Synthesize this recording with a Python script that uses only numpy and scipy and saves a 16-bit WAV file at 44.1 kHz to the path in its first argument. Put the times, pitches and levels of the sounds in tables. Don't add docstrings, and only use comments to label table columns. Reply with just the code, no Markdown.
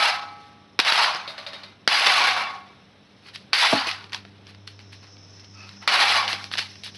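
import sys
import numpy as np
from scipy import signal
from scipy.fft import rfft, irfft, next_fast_len
from scipy.io import wavfile

SR = 44100
rng = np.random.default_rng(int(sys.argv[2]) if len(sys.argv) > 2 else 0)


def natural_amplitude(level_db):
    exponent = np.asarray(level_db, float) / 20
    return 10 ** exponent


def store_wav(level_fs):
    pcm = np.round(np.clip(np.atleast_2d(level_fs), -1, 1) * 32767)
    wavfile.write(sys.argv[1], SR, pcm.T.astype(np.int16))


N = 307377

# frequency in Hz, level in dB, t60 in s.
BODY_MODES = [(160, -18, 0.04), (237.4, -27, 1), (339, -11.5, 0.085), (486, -9, 0.064),
              (674.4, -4.5, 0.059)]
# start in s, peak in dB, centre in Hz, decay in s.
CLASHES = [(0.791, -3.5, 1280, 0.047), (0.8, 3, 4200, .063), (0.849, -12, 3700, .11),
           (0.923, -1.5, 3620, 0.012), (1.148, -15.5, 2270, 0.046), (1.877, 0, 3280, 0.087),
           (2.071, -4, 2270, .064), (2.104, -14.5, 1300, 0.055), (2.24, -11.5, 1700, 0.028),
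           (2.366, -32, 1280, .056), (3.526, -34, 1220, .11), (3.532, 0, 3380, 0.15),
           (3.637, -16, 1620, .076), (3.872, -18, 2320, 0.04), (3.913, -12.5, 4010, 0.05),
           (5.877, -3, 2300, 0.28), (6.003, -14, 1720, 0.083), (6.039, -11.5, 1540, 0.057),
           (6.279, -11, 3760, 0.094), (6.33, -9, 4800, .015)]
# start in s, peak in dB.
BOUNCES = [
    (1.277, -23.5),
    (1.38, -25.5),
    (1.465, -25),
    (1.532, -26.5),
    (1.634, -33),
]
SMALL_FADE = 0.1


def in_time(rows):
    s, *columns = np.transpose(rows)
    return [np.interp(np.arange(N) / SR, s, c) for c in columns]


def at_hz(points, hz):
    point_hz, point_db = np.transpose(points)
    return np.interp(np.log(hz), np.log(point_hz), point_db)


def rms_one(x):
    return x / np.sqrt(np.mean(x ** 2) + 1e-20)


def highpass(x, order, hz):
    return signal.sosfilt(signal.butter(order, hz, "high", fs=SR, output="sos"), x)


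def bandpass(x, order, edges_hz):
    return signal.sosfilt(signal.butter(order, edges_hz, "band", fs=SR, output="sos"), x)


def drift(rate):
    r = np.exp(-80 * np.pi * rate / SR)
    slow = signal.lfilter([1], [1, -2 * r, r * r], rng.standard_normal(N // 40 + 2002))[2000:]
    return np.interp(np.arange(N) / 40, np.arange(len(slow)), rms_one(slow))


def ring(clicks, hz, t60):
    r, w = natural_amplitude(-60 / (t60 * SR)), 2 * np.pi * hz / SR
    return signal.lfilter([0, np.sin(w)], [1, -2 * r * np.cos(w), r * r], clicks + 1e-18)


def coloured(x, spectrum):
    size = next_fast_len(N)
    hz = np.arange(1, size // 2 + 2) * SR / size
    return irfft(rfft(x, size) * natural_amplitude(at_hz(spectrum, hz)), size)[:N]


def rattle(per_s, spread_db):
    sizes = natural_amplitude(spread_db * np.minimum(rng.exponential(1, N), 4)) * rng.choice([-1, 1], N)
    return rms_one(sizes * (rng.random(N) < per_s / SR))


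BENDING = drift(27.0)


def air():
    # frequency in Hz, level in dB per Hz.
    spectrum = [(24, -55.5), (45, -30.5), (100, -6), (200, -3.5), (330, -13), (400, -11), (900, -18.5),
                (1900, -22), (3900, -21), (6000, -52), (8000, -23.5), (12000, -18.5)]
    return natural_amplitude(-50 + 0.58 * drift(2.5)) * rms_one(coloured(rng.standard_normal(N), spectrum))


def drone():
    # time in s, first firing order in dB, second order in dB; both sink briefly under the heavy hits
    # # near 1.9, 3.6 and 5.9 s.
    order_levels = [(0.0, -63, -54), (0.25, -62, -77), (0.6, -64, -60.5), (1.3, -74, -62.5),
                    (1.63, -59.5, -58), (1.92, -65, -78), (2.3, -55, -62), (2.93, -76, -61),
                    (3.18, -60, -61), (3.62, -67, -67), (3.9, -55, -61), (4.25, -52.5, -56),
                    (4.85, -49, -67), (5.3, -52.5, -68), (5.8, -49, -50.5), (5.92, -62, -77),
                    (6.08, -49.5, -55), (6.97, -53.5, -58)]
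    first_db, second_db = in_time(order_levels)
    third_db = -62.5 + 0.1 * (first_db - first_db.mean())
    levels_db = [first_db + 2.5, second_db + 3.5, third_db]
    firing_hz = 99 * (1 + 0.005 * drift(2.86))
    phase = 2 * np.pi * np.cumsum(firing_hz) / SR
    orders = [natural_amplitude(db + 1.5 * drift(2.6)) * np.sin((k + 1) * phase) for k, db in enumerate(levels_db)]
    fourth = natural_amplitude(third_db - 6.0 + 4.3 * drift(2.4)) * np.sin(4 * phase)
    return sum(orders) + fourth


def insect():
    # time in s, level in dB.
    nearness = [(4.5, -70), (4.732, -62.5), (4.86, -58.5), (5.108, -53.5), (5.27, -54), (5.85, -53)]
    wings = rattle(per_s=5000, spread_db=1.5)
    shoulder = rms_one(ring(wings, 5800, .0025))
    buzz = rms_one(ring(wings, 5310, .011)) + natural_amplitude(-1.0) * shoulder
    buzz = highpass(buzz, 10, 5160)
    return natural_amplitude(in_time(nearness)[0] + 1.9 * drift(37.0)) * rms_one(buzz)


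def housing():
    mode_hz = [711, 824, 1150, 1297, 1567, 1825, 2056, 2304]
    # level in dB, t60 in s.
    mode_decays = [(-39, 1.15), (-25.5, 1.14), (-42, 1.7), (-24.5, 0.97), (-36, 0.77), (-57, 2.7),
                   (-40, 1.05), (-29, 0.67)]
    blow = np.arange(N) == 0
    return sum(natural_amplitude(db - 0.5) * ring(blow, hz, t60) for hz, (db, t60) in zip(mode_hz, mode_decays))


def drag():
    # start in s, end in s, level in dB.
    stroke_times = (5.53, 5.72, -56)
    # frequency in Hz, level in dB, t60 in s.
    part_modes = [(1280, 2, 0.03), (2590, 5, 0.026), (4530, -1.5, .004)]
    start, end, db = stroke_times
    stroke = np.sin(np.pi * np.clip((np.arange(N) / SR - start) / (end - start), 0, 1))
    slips = rattle(per_s=8400, spread_db=2.5)
    part = sum(natural_amplitude(mode_db) * rms_one(ring(slips, hz, t60)) for hz, mode_db, t60 in part_modes)
    return natural_amplitude(db) * stroke * part


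def lid():
    # time in s, level in dB.
    clacks = [
        (4.129, -35),
        (4.137, -41),
        (4.147, -30.5),
    ]
    # frequency in Hz, level in dB, t60 in s.
    lid_modes = [(983, -3.5, 0.052), (1080, -6.5, 0.068)]
    touches = np.zeros(N)
    for s, db in clacks:
        touches[round(s * SR)] = natural_amplitude(db)
    return sum(natural_amplitude(db) * ring(touches, hz, t60) for hz, db, t60 in lid_modes)


def thump():
    # time in s, peak in dB, decay in s.
    drop_event = [
        (3.726, -14.5, 0.089),
    ]
    (s, peak_db, t60), = drop_event
    t = np.arange(N) / SR - s
    push = rng.standard_normal(N) * (t >= 0) * natural_amplitude(-60 * np.abs(t) / t60)
    modes = sum(natural_amplitude(db) * ring(push, hz, t60) for hz, db, t60 in BODY_MODES)
    body = rms_one(bandpass(push, 2, [140, 600])) + natural_amplitude(-4.5) * rms_one(modes)
    body = body + natural_amplitude(-3) * rms_one(ring(push, 271.5, 0.12))
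    body = highpass(body, 4, 105)
    return natural_amplitude(peak_db + 6.0) * body / np.abs(body).max()


def blows():
    # time in s, level in dB, low ring in Hz, high ring in Hz.
    square_hits = [
        (0.7935, -6.5, 1096, 3830),
        (1.8763, -3, 1450, 3170),
    ]
    out = np.zeros(N)
    for s, db, low_hz, high_hz in square_hits:
        click = natural_amplitude(db) * (np.arange(N) == round(s * SR))
        out += ring(click, low_hz, 0.0061) + natural_amplitude(-9.0) * ring(click, high_hz, 0.028)
    return out


def knocks():
    # time in s, peak in dB, centre in Hz.
    scraps = [(3.263, -38.5, 1983), (3.286, -32, 2040), (3.359, -20.5, 4070), (4.042, -28.5, 3050),
              (4.096, -34, 3350), (4.122, -23, 4540), (4.132, -13, 4760), (4.138, -35, 1300),
              (4.146, -11.5, 4230), (4.251, -34, 2180), (4.469, -30.5, 4000), (4.491, -45, 2560),
              (4.548, -36.5, 2520),
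              (4.676, -18.5, 4540), (4.792, -30, 2860), (4.93, -33, 2480), (5.029, -37, 2250),
              (5.069, -39, 5190), (5.169, -37, 4150), (5.396, -31, 5320), (5.445, -36, 5440),
              (5.692, -24.5, 5450), (5.827, -40, 1050),
              (6.442, -16.5, 5440), (6.515, -20.5, 2310), (6.538, -13, 2250), (6.554, -22, 1330),
                (6.574, -10, 4170), (6.587, -18.5, 2210), (6.592, -12, 2480), (6.756, -30.5, 3200),
                (6.836, -22.5, 4720), (6.863, -26, 3050), (6.878, -31.5, 2100), (6.948, -30.5, 3400)]
    # time in s, level in dB.
    heavy = [(1.146, -26), (1.38, -41), (1.877, -25), (2.105, -36), (3.637, -32), (3.87, -19.5),
             (4.145, -45), (4.25, -37), (6.004, -29), (6.33, -21.5), (6.442, -35)]
    # frequency in Hz, level in dB, t60 in s.
    panel_modes = [(577, 0.5, 0.2), (610, -29, 0.3), (645, -5, 0.73), (2070, -7, 0.57), (2380, -8, 0.38),
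                   (3630, -17, 0.11), (3770, -7, 0.12), (3760, 0.5, 0.41), (3995, -13.5, 0.1),
                   (3970, -1, 0.13), (4460, 0, 0.057), (4230, 9, 0.045), (4770, 4.5, 0.084)]
    bounce_hz, bounce_t60_s, scrap_t60_s = 4000, 0.23, 0.045
    panel_damping = .65

    contacts = [(*row, False) for row in CLASHES]
    contacts += [(*row, bounce_hz, bounce_t60_s, True) for row in BOUNCES]
    contacts += [(*row, scrap_t60_s, False) for row in scraps]
    contacts.sort()
    length = 9000
    out, thumps, bounces = np.zeros(N + length), np.zeros(N), np.zeros(N)
    t = np.arange(length) / SR
    noises = rng.standard_normal((len(contacts), length))
    spreads = rng.uniform(-0.884, 1, (len(contacts), 7))
    for (s, peak_db, hz, t60, on_panel), noise, spread in zip(contacts, noises, spreads):
        t60 = np.clip(t60, .01, .25)
        crack = noise * natural_amplitude(-60 * t / .006)
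        crack[0] = 2.54
        scuff = crack + natural_amplitude(-11.5 - 60 * t / t60) * noise
        coloured_crack = bandpass(scuff, 1, np.clip([hz / 2.2, hz * 1.8], 300, 11000))
        edge = highpass(scuff, 3, 6500)
        modes = sum(ring(scuff, pitch, t60 * .5) for pitch in np.r_[hz, hz * 1.8 ** spread])
        body = coloured_crack / np.abs(coloured_crack).max()
        body += natural_amplitude(-26.0) * modes / np.abs(modes).max()
        body += 1.1 * edge / np.abs(edge).max()
        at = round(s * SR)
        out[at:at + length] += natural_amplitude(peak_db + 2.0) * body
        thumps[at] = natural_amplitude(-52)
        bounces[at:at + length] = natural_amplitude(peak_db) * scuff[:N - at] * on_panel
    for s, db in heavy:
        thumps[round(s * SR)] += natural_amplitude(db)
    soft = signal.lfilter([.12], [1, -.88], thumps)
    thuds = sum(natural_amplitude(db - 5.0) * ring(soft, hz, t60) for hz, db, t60 in BODY_MODES)
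    panel = 0
    for hz, db, t60 in panel_modes:
        panel = panel + natural_amplitude(db - 36.5) * ring(bounces, hz, panel_damping * np.clip(t60, .05, .5))
    return out[:N] + thuds + panel


def sheet_colour(x):
    # frequency in Hz, level in dB per Hz.
    spectrum = [(150, -52.5), (300, -28), (580, -10), (780, 1), (1500, 0.5), (4200, 3.5), (6000, -6.5),
                (7600, 5), (9200, 7), (10800, 15), (13000, 3)]
    return rms_one(coloured(x, spectrum))


def sheet_modes(low_hz, high_hz, count, t60):
    kicks, out = rattle(per_s=5000, spread_db=2.2), 0
    pitches = np.linspace(low_hz, high_hz, count) * natural_amplitude(rng.normal(0, .1, count))
    for hz, lag in zip(pitches, rng.integers(0, N, count)):
        out = out + ring(np.roll(kicks, lag), hz, t60) * natural_amplitude(6.9 * np.roll(BENDING, lag))
    hiss = bandpass(kicks, 3, [low_hz, high_hz])
    return sheet_colour(rms_one(out) + rms_one(hiss))


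def ducking():
    from_db, share, recovery_s = -9, 0.4, 0.1
    t = np.arange(N) / SR
    lost_db = np.zeros(N)
    for s, db, _, _ in CLASHES:
        lost_db += share * max(db - from_db, 0) * (t >= s) * np.exp(-np.abs(t - s) / recovery_s)
    return -lost_db


def effort(rows, fade_db_per_s, per_small):
    tail_db, tail_db_per_s = -20.5, 54
    power = np.zeros(N)
    for s, hold, db, small_db, rise_s, damping in rows:
        at = round(s * SR)
        t = np.arange(min(N - at, SR)) / SR
        after = np.maximum(t - hold, 0) * natural_amplitude(SMALL_FADE * small_db)
        fade = natural_amplitude(-2 * damping * fade_db_per_s * after) + natural_amplitude(2 * (tail_db - tail_db_per_s * after))
        rise = np.minimum(t / rise_s + (at == 0), 1)
        power[at:at + SR] += natural_amplitude(2 * (db + per_small * small_db)) * fade * rise ** 2
    return np.sqrt(power)


def crash():
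    # start in s, shaken for s, level in dB, smallness in dB
    shaken = [(0.0, 0.088, -24, -1.5), (0.79, 0.011, -23, 0.5), (0.847, 0.19, -22, -0.5),
              (0.973, 0.031, -23, -5), (1.148, 0.011, -37.5, -2), (1.27, 0.31, -52.5, -7.5),
              (1.879, 0.34, -24, 1), (2.059, 0.031, -20.5, -0.5), (2.201, 0.017, -27, -8.5),
              (2.237, 0.058, -24.5, 0.5), (2.363, 0.043, -31, -5.5), (3.53, 0.18, -23.5, 4),
              (3.626, 0.045, -27, -5), (3.75, 0.049, -29.5, -3.5), (3.868, 0.023, -32, 4),
              (5.875, 0.27, -23.5, -1), (5.954, 0.013, -36, -10), (6.0, 0.017, -28, 4),
              (6.11, 0.0075, -32, 2.5), (6.155, 0.031, -27, 0), (6.279, 0.047, -34.5, 5)]
    # start in s, length in s, level in dB, smallness in dB.
    scuffs = [(0.33, 0.15, -60, 10), (2.78, 0.42, -69, 7), (3.216, 0.069, -50.5, 5),
              (3.33, 0.022, -44.5, 15), (4.12, 0.014, -40, 4.5), (4.14, 0.0053, -42, 5),
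              (4.448, .05, -54, 8), (4.67, 0.0039, -49.5, 13), (4.79, .012, -53.5, 3),
              (4.917, 0.01, -50.5, 12), (5.012, 0.026, -54, 0.5), (5.187, 0.26, -61.5, 1),
              (5.483, 0.26, -54, 0.5), (5.803, 0.024, -48, -3), (6.393, 0.063, -48, 19),
              (6.508, 0.026, -37.5, 12), (6.578, 0.0042, -27.5, 9.5), (6.832, .015, -44, 23),
              (6.852, 0.0099, -43.5, 9), (6.937, 0.018, -51.5, 21)]
    # length in s, level in dB under the peak, smallness in dB.
    bounce_rattle = (0.0041, -19, 5.3)
    panel_fades = [115.5, 169.5, 152]
    # start in s, end in s.
    on_tray = [
        (1.87, 3.0),
        (5.87, 6.97),
    ]
    # frequency in Hz, level in dB, t60 in s.
    tray_modes = [(740, -12, 0.52), (806, -8, 0.38), (930, -30, 0.13), (1102, -11.5, 0.42),
                  (1128, -10.5, 0.29), (1264, -14, 0.25), (1660, -24.5, 0.21), (1670, -15, 0.086),
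                  (2114, -6, 0.16), (2300, -2.5, 0.13), (2670, -23, 0.52), (3470, -8, 0.15),
                  (3400, -26.5, 0.33)]
    rise_s, scuff_fade = 0.002, 1.55
    small_low, small_high, small_edge = -0.96, 0.34, 0.51

    low = sheet_modes(255.0, 1506.5, count=24, t60=0.098)
    middle = sheet_modes(1516, 3006, count=24, t60=0.047)
    high = sheet_modes(2956, 6900, count=40, t60=0.039)
    edges = natural_amplitude(9.5) * sheet_colour(highpass(rattle(per_s=2900, spread_db=3.5), 4, 6900))

    duck = natural_amplitude(ducking() + 1.5 * BENDING)
    hold, under_db, small_db = bounce_rattle
    shakes = [(*row, rise_s, 1) for row in shaken]
    small = [(*row, row[1], scuff_fade) for row in scuffs]
    small += [(s, hold, db + under_db, small_db, rise_s, 1) for s, db in BOUNCES]
    every = shakes + small
    low_fade, middle_fade, high_fade = panel_fades
    lows = duck * effort(every, low_fade, small_low)
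    mids = duck * effort(every, middle_fade, 0)
    highs = duck * effort(every, high_fade, small_high)
    rubbing = duck * effort(every, 208, small_edge)
    out = natural_amplitude(-3.0) * lows * low + mids * middle + natural_amplitude(-1.3) * highs * high
    out += rubbing * (mids / natural_amplitude(8.0)) ** 0.033 * edges

    tray_shakes = []
    for s, hold, db, *rest in shakes:
        lands = any(a < s < b for a, b in on_tray)
        tray_shakes.append((s, hold, db if lands else db - 8, *rest))
    kicks = natural_amplitude(-33) * duck * effort(tray_shakes, low_fade, small_low) * rattle(per_s=1500, spread_db=2.5)
    return out + sum(natural_amplitude(db) * ring(kicks, hz, t60) for hz, db, t60 in tray_modes)


def scene():
    limit_db = -21
    metal = crash() + housing() + knocks() + blows() + drag() + lid()
    metal = highpass(metal, 4, 170) + thump()
    loud_db = 10 * np.log10(signal.lfilter([.002], [1, -.998], metal ** 2) + 1e-12)
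    sink = natural_amplitude(-.5 * np.maximum(loud_db - limit_db, 0))
    return (metal + sink * (air() + insect()) + drone())[None]


def band_limit(x):
    return signal.sosfilt(signal.butter(12, 12060, fs=SR, output="sos"), x)


def record(dry):
    ceiling = .73
    size = next_fast_len(N)
    hz = np.fft.rfftfreq(size, 1 / SR)
    taps = signal.firwin(numtaps=16, cutoff=6050, window="boxcar", fs=24000)
    treble = np.cos(2 * np.pi * np.outer(hz / 24000, np.arange(16) - 7.5)) @ taps * (hz < 11900)
    rumble = signal.sosfilt(signal.butter(2, 60, fs=SR, output="sos"), dry)
    b, a = signal.iirpeak(10800, 4.0, fs=SR)
    peaked = dry + 3.34 * signal.lfilter(b, a, dry)
    x = irfft(rfft(peaked, size) * treble, size)[:, :N]
    x = ceiling * np.tanh((np.abs(x) / ceiling) ** 6) ** (1 / 6) * np.sign(x)
    x = highpass(x, 4, 75) + natural_amplitude(7.0) * rumble
    return band_limit(x)


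dry = scene()
out = record(dry)
store_wav(out)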